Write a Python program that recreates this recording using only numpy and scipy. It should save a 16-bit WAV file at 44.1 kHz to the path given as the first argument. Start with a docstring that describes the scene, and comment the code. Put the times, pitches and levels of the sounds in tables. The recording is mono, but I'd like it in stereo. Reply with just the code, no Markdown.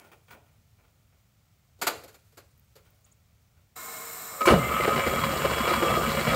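"""Cold diesel start in a winter yard

Boots crunch on frozen ground, then someone climbs into a truck cab; a small bird chips twice.
Showers of tiny impacts through resonances make the boots, cab and engine; gliding sines make the bird.
Air starts to hiss: noise through narrow resonances. The starter slams in with a short tone and hard
knocks, and the cold diesel turns over unevenly, with a falling first thump and trembling metal tones.
Behind it all lie a far rumble and a faint steady hiss, both made of filtered noise."""
import sys
import numpy as np
from scipy import signal
from scipy.fft import rfft, irfft
from scipy.io import wavfile

SR = 44100
rng = np.random.default_rng(int(sys.argv[2]) if len(sys.argv) > 2 else 0)


def decibels_to_gain(level_db):
    """Convert a level in decibels to a linear amplitude gain (20 dB per decade)."""
    exponent = np.asarray(level_db, float) / 20
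    return 10 ** exponent


def inscribe(sig):
    """Save sig as 16-bit PCM at rate SR to the path in sys.argv[1].

    A 1-D sig is mono; a 2-D sig holds one channel per row.
    Samples are clipped to [-1, 1] before scaling.
    """
    pcm = np.round(np.clip(np.atleast_2d(sig).T, -1, 1) * 32767)
    wavfile.write(sys.argv[1], SR, pcm.astype(np.int16))


N = 280035
T = np.arange(N) / SR
HZ = np.maximum(np.arange(N // 2 + 1) * SR / N, 1)
QUARTER_TURN = [[0], [np.pi / 2]]   # phase offset [rad] between the two signals of a pair


def at_hz(points):
    """Reads a table at every frequency of the transform, along a logarithmic pitch scale."""
    hz, value = np.array(points).T
    return np.interp(np.log(HZ), np.log(hz), value)


def rms_one(x):
    """Scales a sound to an average strength (rms) of 1."""
    return x / np.sqrt(np.mean(x ** 2) + 1e-20)


def noise_pair():
    """Two unrelated white noises."""
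    return rng.standard_normal((2, N))


def drift(rate_hz):
    """Slow random wandering of spread 1, worked out at every 40th sample."""
    r = np.exp(-2 * np.pi * rate_hz * 40 / SR)
    steps_of_chance = rng.standard_normal(N // 40 + 2002)
    slow = signal.lfilter([1], [1, -2 * r, r * r], steps_of_chance)[2000:]
    return np.interp(np.arange(N) / 40, np.arange(len(slow)), rms_one(slow))


def grains(per_s, spread_db):
    """Two unrelated showers of tiny impacts of uneven size."""
    hit = rng.random((2, N)) < per_s / SR
    size = decibels_to_gain(spread_db * np.minimum(rng.exponential(1, (2, N)), 4))
    return hit * size * noise_pair() + 1e-18


def band(x, low_hz, high_hz):
    """Keeps the sound between two pitches."""
    return signal.sosfilt(signal.butter(2, [low_hz, high_hz], "band", fs=SR, output="sos"), x)


def body(x, spectrum, rings, rings_db, waver_db):
    """Broad colour plus resonances; each resonance is driven with a wavering strength of its own."""
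    broad = irfft(rfft(x) * decibels_to_gain(at_hz(spectrum)), N)
    ringing = 0
    for hz, width_hz, db in rings:
        r = np.exp(-np.pi * width_hz / SR)
        poles = [1, -2 * r * np.cos(2 * np.pi * hz / SR), r * r]
        gain = (1 - r * r) / 2
        driven = x * decibels_to_gain(db + waver_db * drift(4.7))
        ringing = ringing + signal.lfilter([gain, 0, -gain], poles, driven)
    return broad + decibels_to_gain(rings_db) * ringing


def bursts(start_s, level_db, rise_s, t60_s, held_s=0):
    """Power of blows that rise quickly, hold a moment and die away by 60 dB in t60_s."""
    power = np.zeros(N)
    for s, db, rise, t60, held in np.broadcast(start_s, level_db, rise_s, t60_s, held_s):
        i = max(int(np.ceil(s * SR)), 0)
        t = T[i:i + int((held + 2 * t60) * SR)] - s
        attack = 1 - np.exp(-t / max(rise, 1e-4))
        fade = decibels_to_gain(db - 60 * np.maximum(t - held, 0) / t60)
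        power[i:i + len(t)] += (fade * attack) ** 2
    return power


def blows(s, low_db, mid_db, high_db, held, t60, sound, rise, low_longer, high_shorter):
    """Each blow sounds in three ranges, each with its own fade; the lows swell up more slowly."""
    s = s - .003   # the scrape of contact leads the blow
    low_power = bursts(s, low_db, 2 * rise, low_longer * t60, held)
    mid_power = bursts(s, mid_db, rise, 1.06 * t60, held)
    high_power = bursts(s, high_db, rise, high_shorter * t60, held)
    low = rms_one(band(sound, 94, 846)) * np.sqrt(low_power)
    mid = rms_one(band(sound, 627, 2630)) * np.sqrt(mid_power)
    high = rms_one(band(sound, 4000, 19845)) * np.sqrt(high_power)
    return low + mid + high


# the turning engine: (time [s], exhaust and block level [dB], gears and valves level [dB]),
# each range of pitch shifts these levels a little
ENGINE_TURNING = [(4.44, -55, -50), (4.5, -57, -37), (4.62, -34, -38), (4.75, -36, -33),
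                  (4.898, -29.5, -30.5), (5.05, -40, -33.5), (5.18, -32, -33.5), (5.6, -31.5, -31.5),
                  (6.03, -30.5, -33), (6.35, -34, -30)]
# hard knocks: (time [s], block level [dB], exhaust level [dB], metal level [dB], basic t60 [s])
HARD_KNOCKS = [(4.406, -27.5, -58, -20.5, 0.12), (4.454, -30, -27, -13.5, 0.1), (4.47, -9, -25, -7.5, 0.16),
               (4.498, -12, -12.5, -12.5, 0.22), (4.522, -8.5, -12, -24, 0.095), (4.7, -28, -44, -31, 0.15),
               (4.794, -22, -46, -34, 0.13), (4.876, -12, -19, -15, 0.1), (4.957, -22.5, -22.5, -20, 0.21),
               (4.989, -23, -38, -16.5, 0.093), (5.064, -19.5, -20, -18.5, 0.16),
               (5.121, -21.5, -27, -21.5, 0.19), (5.237, -27, -26, -11.5, 0.071),
               (5.445, -14.5, -20, -13, 0.082), (5.529, -35, -43, -19, 0.13),
               (5.674, -20.5, -41, -14, 0.095), (5.729, -36, -29.5, -15, 0.14),
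               (5.822, -15.5, -30, -14.5, 0.11), (5.891, -22, -18.5, -16.5, 0.12),
               (5.983, -17.5, -44, -24, 0.06), (6.023, -31, -34, -27.5, 0.69),
               (6.268, -17, -15, -19.5, 0.12), (6.31, -19, -15, -20, 0.12)]
# broad colour of the engine: (pitch [Hz], relative level [dB])
ENGINE_COLOUR = [(24, -35), (40, -7), (200, -8.5), (256, -0.5), (554, -2), (933, -4.5), (1020, -2.5),
                 (1250, -19), (1540, -5), (2310, -4.5), (2530, -12.5), (3250, -2), (3600, -4), (4500, -9),
                 (5590, -21.5), (7510, -37.5), (9000, -18.5), (11700, -25), (19800, -120)]
# engine resonances: (pitch [Hz], width [Hz], relative level [dB])
ENGINE_RESONANCES = [(70, 12, -4), (149, 32, -6), (229, 65, -1.5), (342.5, 19, 2.5), (375, 21, -31),
                     (484, 33, -8), (653, 100, -16.5), (1041, 17, 0), (1192, 96, -5), (1385, 16, -4),
                     (2289, 40, -4.5), (2677, 72, -10.5), (2907, 19, -2), (3926, 35, -0.5),
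                     (4370, 260, -12), (4990, 97, -14)]


def engine():
    """Dense metal contacts drive the engine's resonances; knocks push each part harder for a moment."""
    sound = body(grains(5000, 2.8), ENGINE_COLOUR, ENGINE_RESONANCES, 2.5, 1.6)
    s, deep, gears = np.transpose(ENGINE_TURNING)
    deep_db, gears_db = np.interp(T, s, deep), np.interp(T, s, gears)
    at, block_db, exhaust_db, metal_db, t60 = np.transpose(HARD_KNOCKS)
    rattle_db = gears_db - 9.5 + 2.5 * (T - s[0])   # the rattle grows by 2.5 dB per second
    # exhaust, block, housing, valves, rattle:
    # (low [Hz], high [Hz], running [dB], flutter [dB], knock [dB], rise [s], t60 factor)
    parts = [(44.3, 273, deep_db - 0.1, 1.65, exhaust_db, 0.0084, 1.21),
             (292.5, 760, deep_db + 0.1, 2.9, block_db, 0.0031, 1.13),
             (974, 1470, gears_db + 0.1, 0.55, metal_db - 1.0, 0.0051, 0.68),
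             (1750, 2846, gears_db - 0.6, 1.27, metal_db - 5.5, 0.0039, 0.8),
             (3100, 12200, rattle_db, 2.08, metal_db - 12.5, 0.0054, 1.06)]
    spinning = np.clip((T - s[0]) / .05, 0, 1)
    # 50 lighter taps at random moments shake the whole engine
    moment, strength = rng.random((50, 2)).T
    tap_s = s[0] + moment * (s[-1] - s[0])
    tap_db = 7 + 9 * (strength - 1)   # from -2 to 7 dB over the running level
    tapping = np.sqrt(1 + bursts(tap_s, tap_db, 0.0024, 0.07))
    out = 0
    for low_hz, high_hz, running_db, flutter_db, knock_db, rise, longer in parts:
        running = spinning * tapping * decibels_to_gain(running_db + flutter_db * drift(21.6))
        knocking = bursts(at, knock_db, rise, longer * t60)
        out = out + rms_one(band(sound, low_hz, high_hz)) * np.sqrt(running ** 2 + knocking)
    return out


# first exhaust beat: (time [s], pitch [Hz], level before a random waver [dB])
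FIRST_BEAT = [(4.49, 307.7, -49), (4.511, 254, -25), (4.534, 213, -15), (4.571, 165, -22),
              (4.61, 133, -28.5), (4.67, 106, -44)]


def thump():
    """The first heavy beat falls in pitch as the exhaust empties: a sine and its octave."""
    s, hz, db = np.transpose(FIRST_BEAT)
    phase = 2 * np.pi * np.cumsum(np.interp(T, s, hz)) / SR
    beat = np.sin(phase) + 0.26 * np.sin(2 * phase + 0.81)
    level_db = np.interp(T, s, db, left=-120, right=-120) + 3.5 * drift(42.0)
    return decibels_to_gain(level_db) * beat * [[1], [1]]


# castings that sing on and off: one centre pitch [Hz] each
CASTING_HZ = [549, 1183, 1268, 2075, 3300]
# faint hum of each casting between its swells: level before wavering [dB]
CASTING_HUM_DB = [-40.5, -42.5, -39, -54, -52]
# swells, one list per casting: (loudest time [s], level before trembling [dB],
# time to change by 10 dB [s], never taken below 0.01)
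CASTING_SWELLS = [
    [(4.5, -21.5, 0.0476), (4.97, -34.5, 0.063), (5.072, -33.5, 0.0735), (5.455, -25.5, 0.01),
     (5.81, -36.5, 0.0625), (6.34, -23, 0.026)],
    [(4.5, -30, 0.0743), (4.726, -31, 0.0719), (4.852, -41, 0.06), (5.684, -36, 0.06), (5.836, -36, 0.06),
     (5.904, -28, 0.0766), (6.03, -32.5, 0.0636)],
    [(4.5, -19.5, 0.0262), (4.62, -37, 0.0265), (4.74, -24.5, 0.0534), (4.91, -23.5, 0.0413),
     (5.18, -31, 0.1036), (5.71, -23, 0.0323), (5.93, -26, 0.04), (6.33, -26, 0.0277)],
    [(4.64, -32.5, 0.07), (4.81, -24, 0.0025), (4.966, -31, -0.01), (5.072, -26.5, -0.026),
     (6.2, -29, -0.09)],
    [(5.072, -41, 0.0628), (5.238, -39.5, 0.09), (5.57, -35, 0.0956), (5.784, -34.5, 0.0733),
     (5.936, -38, 0.1061), (6.3, -38, 0.13)],
]


def singing():
    """Castings as near-steady tones whose pitch and strength tremble; each hums and now and then swells."""
    out, turning = 0, T > ENGINE_TURNING[1][0]
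    for hz, hum_db, swells in zip(CASTING_HZ, CASTING_HUM_DB, CASTING_SWELLS):
        phase = 2 * np.pi * np.cumsum(hz * (1 + .009 * drift(30.0))) / SR
        tremble = decibels_to_gain(3.2 * drift(50.0))
        level = turning * decibels_to_gain(hum_db + 5 * drift(17.5))
        for s, db, fade_s in swells:
            level = level + decibels_to_gain(db - 10 * np.abs(T - s) / max(fade_s, .01))
        out = out + level * tremble * np.sin(phase + QUARTER_TURN)
    return out


# the starter gear strikes the flywheel: (time [s], pitch [Hz], level [dB], rise [s], t60 [s])
STARTER_STRIKE = (4.406, 1268, -13, .008, .17)


def starter_bark():
    """The struck flywheel gives one steady tone that rises quickly and dies away."""
    at, hz, db, rise, t60 = STARTER_STRIKE
    return np.sqrt(bursts([at], db, rise, t60)) * np.sin(2 * np.pi * hz * T + QUARTER_TURN)


# escaping air: (time [s], level [dB])
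AIR_LEVEL = [(3.76, -39), (3.95, -37.5), (4.4, -38.5), (5.2, -37), (6.35, -36.5)]
# broad colour of the hiss: pitches [Hz], and the relative level [dB] at each
AIR_COLOUR_HZ = [90, 160, 520, 1100, 2200, 3000, 4300, 6500, 7000, 8500, 8900, 10000, 12200, 12700, 14200,
                 15700]
AIR_COLOUR_DB = [-24, -5.5, -12, -3.5, -9.5, -13.5, -10.5, -12, -4.5, -2.5, -14, -15, -9, -25.5, -2.5, -9.5]
# narrow resonances of an opening and its pipe: pitches [Hz]
AIR_RESONANCE_HZ = [463, 640, 743, 1043, 1108, 1204, 1270, 1431, 1750, 2155, 3960, 5340, 6080, 7060, 7206,
                    7697, 8435, 9140, 10720, 12650, 13100, 13400, 13900]
# the same resonances in the same order: (width [Hz], relative level [dB])
AIR_RESONANCES = [(15.9, 2), (32.4, -1.5), (21.6, 2), (23.148, 2), (27, -1), (23.148, -6), (18.519, 3.5),
                  (18.3, 2.5), (32.4, -4), (27.778, 3.5), (88.5, -6), (54, -5.5), (40.741, -9.5),
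                  (74.074, -2), (46.296, -3), (37.8, -2), (40, -3), (111.11, -10), (98, -17), (120, 0.5),
                  (70, -1), (90, 2), (159, -29)]


def air_hiss():
    """Smooth turbulence through the narrow resonances of a small opening and its pipe."""
    s, db = np.transpose(AIR_LEVEL)
    opening = np.clip((T - 3.756) / .009, 0, 1)   # opens at 3.756 s, within 9 ms
    colour = np.column_stack([AIR_COLOUR_HZ, AIR_COLOUR_DB])
    rings = np.column_stack([AIR_RESONANCE_HZ, AIR_RESONANCES])
    jet = body(noise_pair(), colour, rings, 2.2, 1.0)
    return rms_one(jet) * opening * decibels_to_gain(np.interp(T, s, db))


# bright puffs as the starter bites: (time [s], level [dB], rise [s], t60 [s])
STARTER_PUFFS = [(4.455, -27, 0.0016, 0.21), (4.484, -26, 0.015, 0.19)]


def puffs():
    """Short bursts of bright noise."""
    s, db, rise, t60 = np.transpose(STARTER_PUFFS)
    return rms_one(band(noise_pair(), 1700, 12600)) * np.sqrt(bursts(s, db, rise, t60))


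# blows on the cab's sheet metal: (time [s], level [dB], weight [dB], basic t60 [s])
CAB_BLOWS = [(1.791, -65, 8, 0.11), (1.817, -27, -4.5, 0.15), (1.87, -22, -5, 0.12), (1.9, -43.5, 6, 0.24),
             (1.947, -57.5, 10, 0.083), (2.037, -51, 8, 0.087), (2.079, -53, -0.5, 0.18),
             (2.143, -55.5, 0.5, 0.12), (2.324, -66.5, 2, 0.078), (2.374, -49.5, 1, 0.12),
             (2.394, -56.5, -13, 0.089), (2.757, -56, 5, 0.13), (2.779, -61, -18, 0.12)]
# broad colour of the cab: (pitch [Hz], relative level [dB])
CAB_COLOUR = [(88, -49), (150, -18), (361, -5), (457, 0), (960, -9.5), (1420, -3.5), (1530, -10.5),
              (4580, -4), (5790, -14.5), (7180, -12.5), (10400, -18), (12400, -9.5), (16000, -22)]
# cab resonances: (pitch [Hz], width [Hz], relative level [dB])
CAB_RESONANCES = [(490, 320, 4.5), (1440, 30, -3), (2320, 48, -10), (3800, 97, -11), (4170, 180, -18.5),
                  (7100, 160, 0.5)]


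def clunks():
    """Panels, latch and seat rattle for a moment after each blow: grains through the cab's resonances."""
    s, db, weight_db, t60 = np.transpose(CAB_BLOWS)
    low_db = db + weight_db
    high_db = db + 0.6 + 0.22 * weight_db   # heavy blows also rattle
    sound = body(grains(14000, 1.3), CAB_COLOUR, CAB_RESONANCES, -11.5, 3.1)
    return blows(s, low_db, db, high_db, 0.012, t60, sound, 0.0021, 1.23, 0.73)


# boots on frozen ground: (time [s], level [dB], brightness [dB], basic t60 [s])
BOOT_STEPS = [(0.004, -56, -7, 0.28), (0.048, -56.5, 1.5, 0.18), (0.119, -51, 0, 0.076),
              (0.284, -56, 0, 0.12), (0.306, -46.5, 2.5, 0.094), (0.329, -50.5, -1, 0.15),
              (0.459, -66, -1, 0.29), (0.788, -65.5, -4, 0.15), (0.839, -66, -2, 0.2),
              (1.126, -70.5, -12, 0.1), (2.849, -65, 4, 0.39), (3.064, -65.5, 6.5, 0.14),
              (3.569, -67.5, 1, 0.092)]
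# broad colour of the crust: (pitch [Hz], relative level [dB])
CRUST_COLOUR = [(88, -32), (150, -11), (291, -10.5), (790, -3), (1120, -5.5), (1360, -10), (1690, -26),
                (2360, -3.5), (4760, -26), (13200, -33), (16000, -15)]
# resonances of the crust: (pitch [Hz], width [Hz], relative level [dB])
CRUST_RESONANCES = [(1435, 140, 5), (1810, 150, -2.5), (2230, 37, -8.5), (3170, 77, -3), (5160, 51, -29)]


def steps():
    """Crust breaks under the sole in a shower of grains."""
    s, db, bright_db, t60 = np.transpose(BOOT_STEPS)
    low_db = db - 2 - .3 * bright_db   # a brighter step has weaker lows
    high_db = db - 2.5 + bright_db
    sound = body(grains(6000, 2.4), CRUST_COLOUR, CRUST_RESONANCES, -7.0, 0.62)
    return blows(s, low_db, db, high_db, 0.017, t60, sound, 0.00094, 2.1, 1.0)


# clothes and seat rustle: (time [s], level before a random waver [dB])
CLOTH_LEVEL = [(0.0, -62), (0.118, -73), (0.96, -81), (1.8, -90), (1.97, -55), (2.04, -66), (2.58, -75.5),
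               (3.0, -74.5), (3.21, -84), (3.75, -82)]


def rustle():
    """Soft, fine-grained friction of cloth."""
    s, db = np.transpose(CLOTH_LEVEL)
    level_db = np.interp(T, s, db, right=-120) + 2.1 * drift(42.0)
    return rms_one(band(grains(8000, 1.9), 885, 19845)) * decibels_to_gain(level_db)


# bird chips: (time [s], level [dB])
BIRD_CHIPS = [(3.042, -57), (3.115, -58)]
# shape of every chip: (time from its start [s], pitch [Hz], level added to the chip's own [dB])
BIRD_CHIP_SHAPE = [(0, 7400, -15), (.003, 6600, 1), (.006, 6500, -1), (.009, 7100, 5), (0.013, 8300, -3),
                   (0.017, 10000, -5), (.018, 10200, -41)]


def bird():
    """A sine that dips, then whips upward."""
    out, (dt, hz, db) = np.zeros(N), np.transpose(BIRD_CHIP_SHAPE)
    for s, level_db in BIRD_CHIPS:
        on = (T > s) & (T < s + dt[-1])
        phase = 2 * np.pi * np.cumsum(np.interp(T, s + dt, hz)) / SR
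        out += on * decibels_to_gain(level_db + np.interp(T, s + dt, db)) * np.sin(phase)
    return out * [[1], [.5]]


# faint treble ticks: (time [s], level [dB])
TREBLE_TICKS = [(2.2877, -67), (2.578, -55), (2.596, -53), (2.6459, -62), (2.9053, -57), (2.9462, -63)]


def ticks():
    """Very short, very high ticks of noise."""
    s, db = np.transpose(TREBLE_TICKS)
    return rms_one(band(noise_pair(), 12300, 14400)) * np.sqrt(bursts(s, db, 0.00036, .012))


def echoes(x):
    """Trees, snow banks and a parked car scatter a short dull tail."""
    t60_s = 0.41
    t = T[:int(t60_s * SR)]
    fade = decibels_to_gain(-60 * t / t60_s) * (t > .012)   # silent for the first 12 ms
    tail = band(rng.standard_normal((2, len(t))), 158, 8300) * fade
    tail = tail / np.sqrt(np.sum(tail ** 2, axis=1, keepdims=True))
    return decibels_to_gain(-16) * signal.fftconvolve(x, tail, axes=1)[:, :N]


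def heard(pair, alike, balance_db=0, lead_s=0):
    """Mixes a shared and an unshared signal into left and right, by their likeness at each pitch."""
    alike = np.clip(at_hz(alike), -1, 1)
    shared, apart = rfft(pair) * np.sqrt([(1 + alike) / 2, (1 - alike) / 2])
    # the left is balance_db louder and lead_s earlier than the right
    tilt = decibels_to_gain(balance_db / 2) * np.exp(1j * np.pi * HZ * lead_s)
    return irfft([(shared + apart) * tilt, (shared - apart) / tilt], N)


# colour of the yard: (pitch [Hz], relative level [dB])
YARD_COLOUR = [(18, -37.5), (30, -8.5), (98, 2.5), (134, -6), (319, -28.5), (702, -25), (937, -30.5),
               (1350, -26), (1630, -32.5), (2290, -27.5), (2610, -31), (7270, -32.5), (10500, -39.5),
               (12000, -37), (16000, -31.5)]
# level of the far rumble, as a gain on the lows of the yard noise: (time [s], level [dB])
RUMBLE_LEVEL = [(0.0, -68.5), (0.5, -61), (1.63, -68), (1.93, -58), (2.21, -65.5), (2.8, -64), (4.3, -65.5)]
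# left-right likeness of the yard: (pitch [Hz], likeness [-1 to 1])
YARD_LIKENESS = [(60, 0.99), (180, 0.91), (550, 0.091), (1650, 0.12), (4970, -0.16), (15000, 0.097)]


def yard():
    """Far rumble that swells and sinks, over faint steady hiss: noise split at 260 Hz."""
    noise = rms_one(irfft(rfft(noise_pair()) * decibels_to_gain(at_hz(YARD_COLOUR)), N))
    low = signal.sosfilt(signal.butter(2, 260, fs=SR, output="sos"), noise)
    high = signal.sosfilt(signal.butter(2, 260, "high", fs=SR, output="sos"), noise)
    s, db = np.transpose(RUMBLE_LEVEL)
    return heard(decibels_to_gain(np.interp(T, s, db)) * low - decibels_to_gain(-58.5) * high, YARD_LIKENESS)


# left-right likeness of the near sounds: (pitch [Hz], likeness [-1 to 1])
NEAR_LIKENESS = [(60, 1.0), (300, 0.98), (700, 0.89), (1400, 0.9), (3000, 0.92), (7000, 0.11),
                 (15000, 0.11)]
# how much louder the near sounds are on the left: (pitch [Hz], level [dB])
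NEAR_LEFT_OVER_RIGHT = [(200, 0), (380, 2), (700, 1), (1290, 4), (2380, 4.5), (4400, 8), (8120, 9.5),
                        (15000, 5)]


def scene():
    """Near sounds with their echoes, the singing tones without, and the yard behind."""
    truck = engine() + thump() + air_hiss() + puffs() + clunks()
    noisy = truck + steps() + rustle() + bird() + ticks()
    near = noisy + echoes(noisy) + singing() + starter_bark()
    return heard(near, NEAR_LIKENESS, at_hz(NEAR_LEFT_OVER_RIGHT), 6.5e-5) + yard()


def roll_off(x):
    """The treble ends steeply here."""
    return signal.sosfilt(signal.butter(12, 16460, fs=SR, output="sos"), x)


def record(dry):
    """The microphone drops the deepest bass and rounds the peaks; the top is cut steeply."""
    no_bass = signal.sosfilt(signal.butter(3, 42, "high", fs=SR, output="sos"), dry)
    rounded = .8 * np.tanh(no_bass / .8)
    mix = signal.sosfilt(signal.ellip(10, .5, 60, 15740, fs=SR, output="sos"), rounded)
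    return roll_off(mix)


dry = scene()
out = record(dry)
inscribe(out)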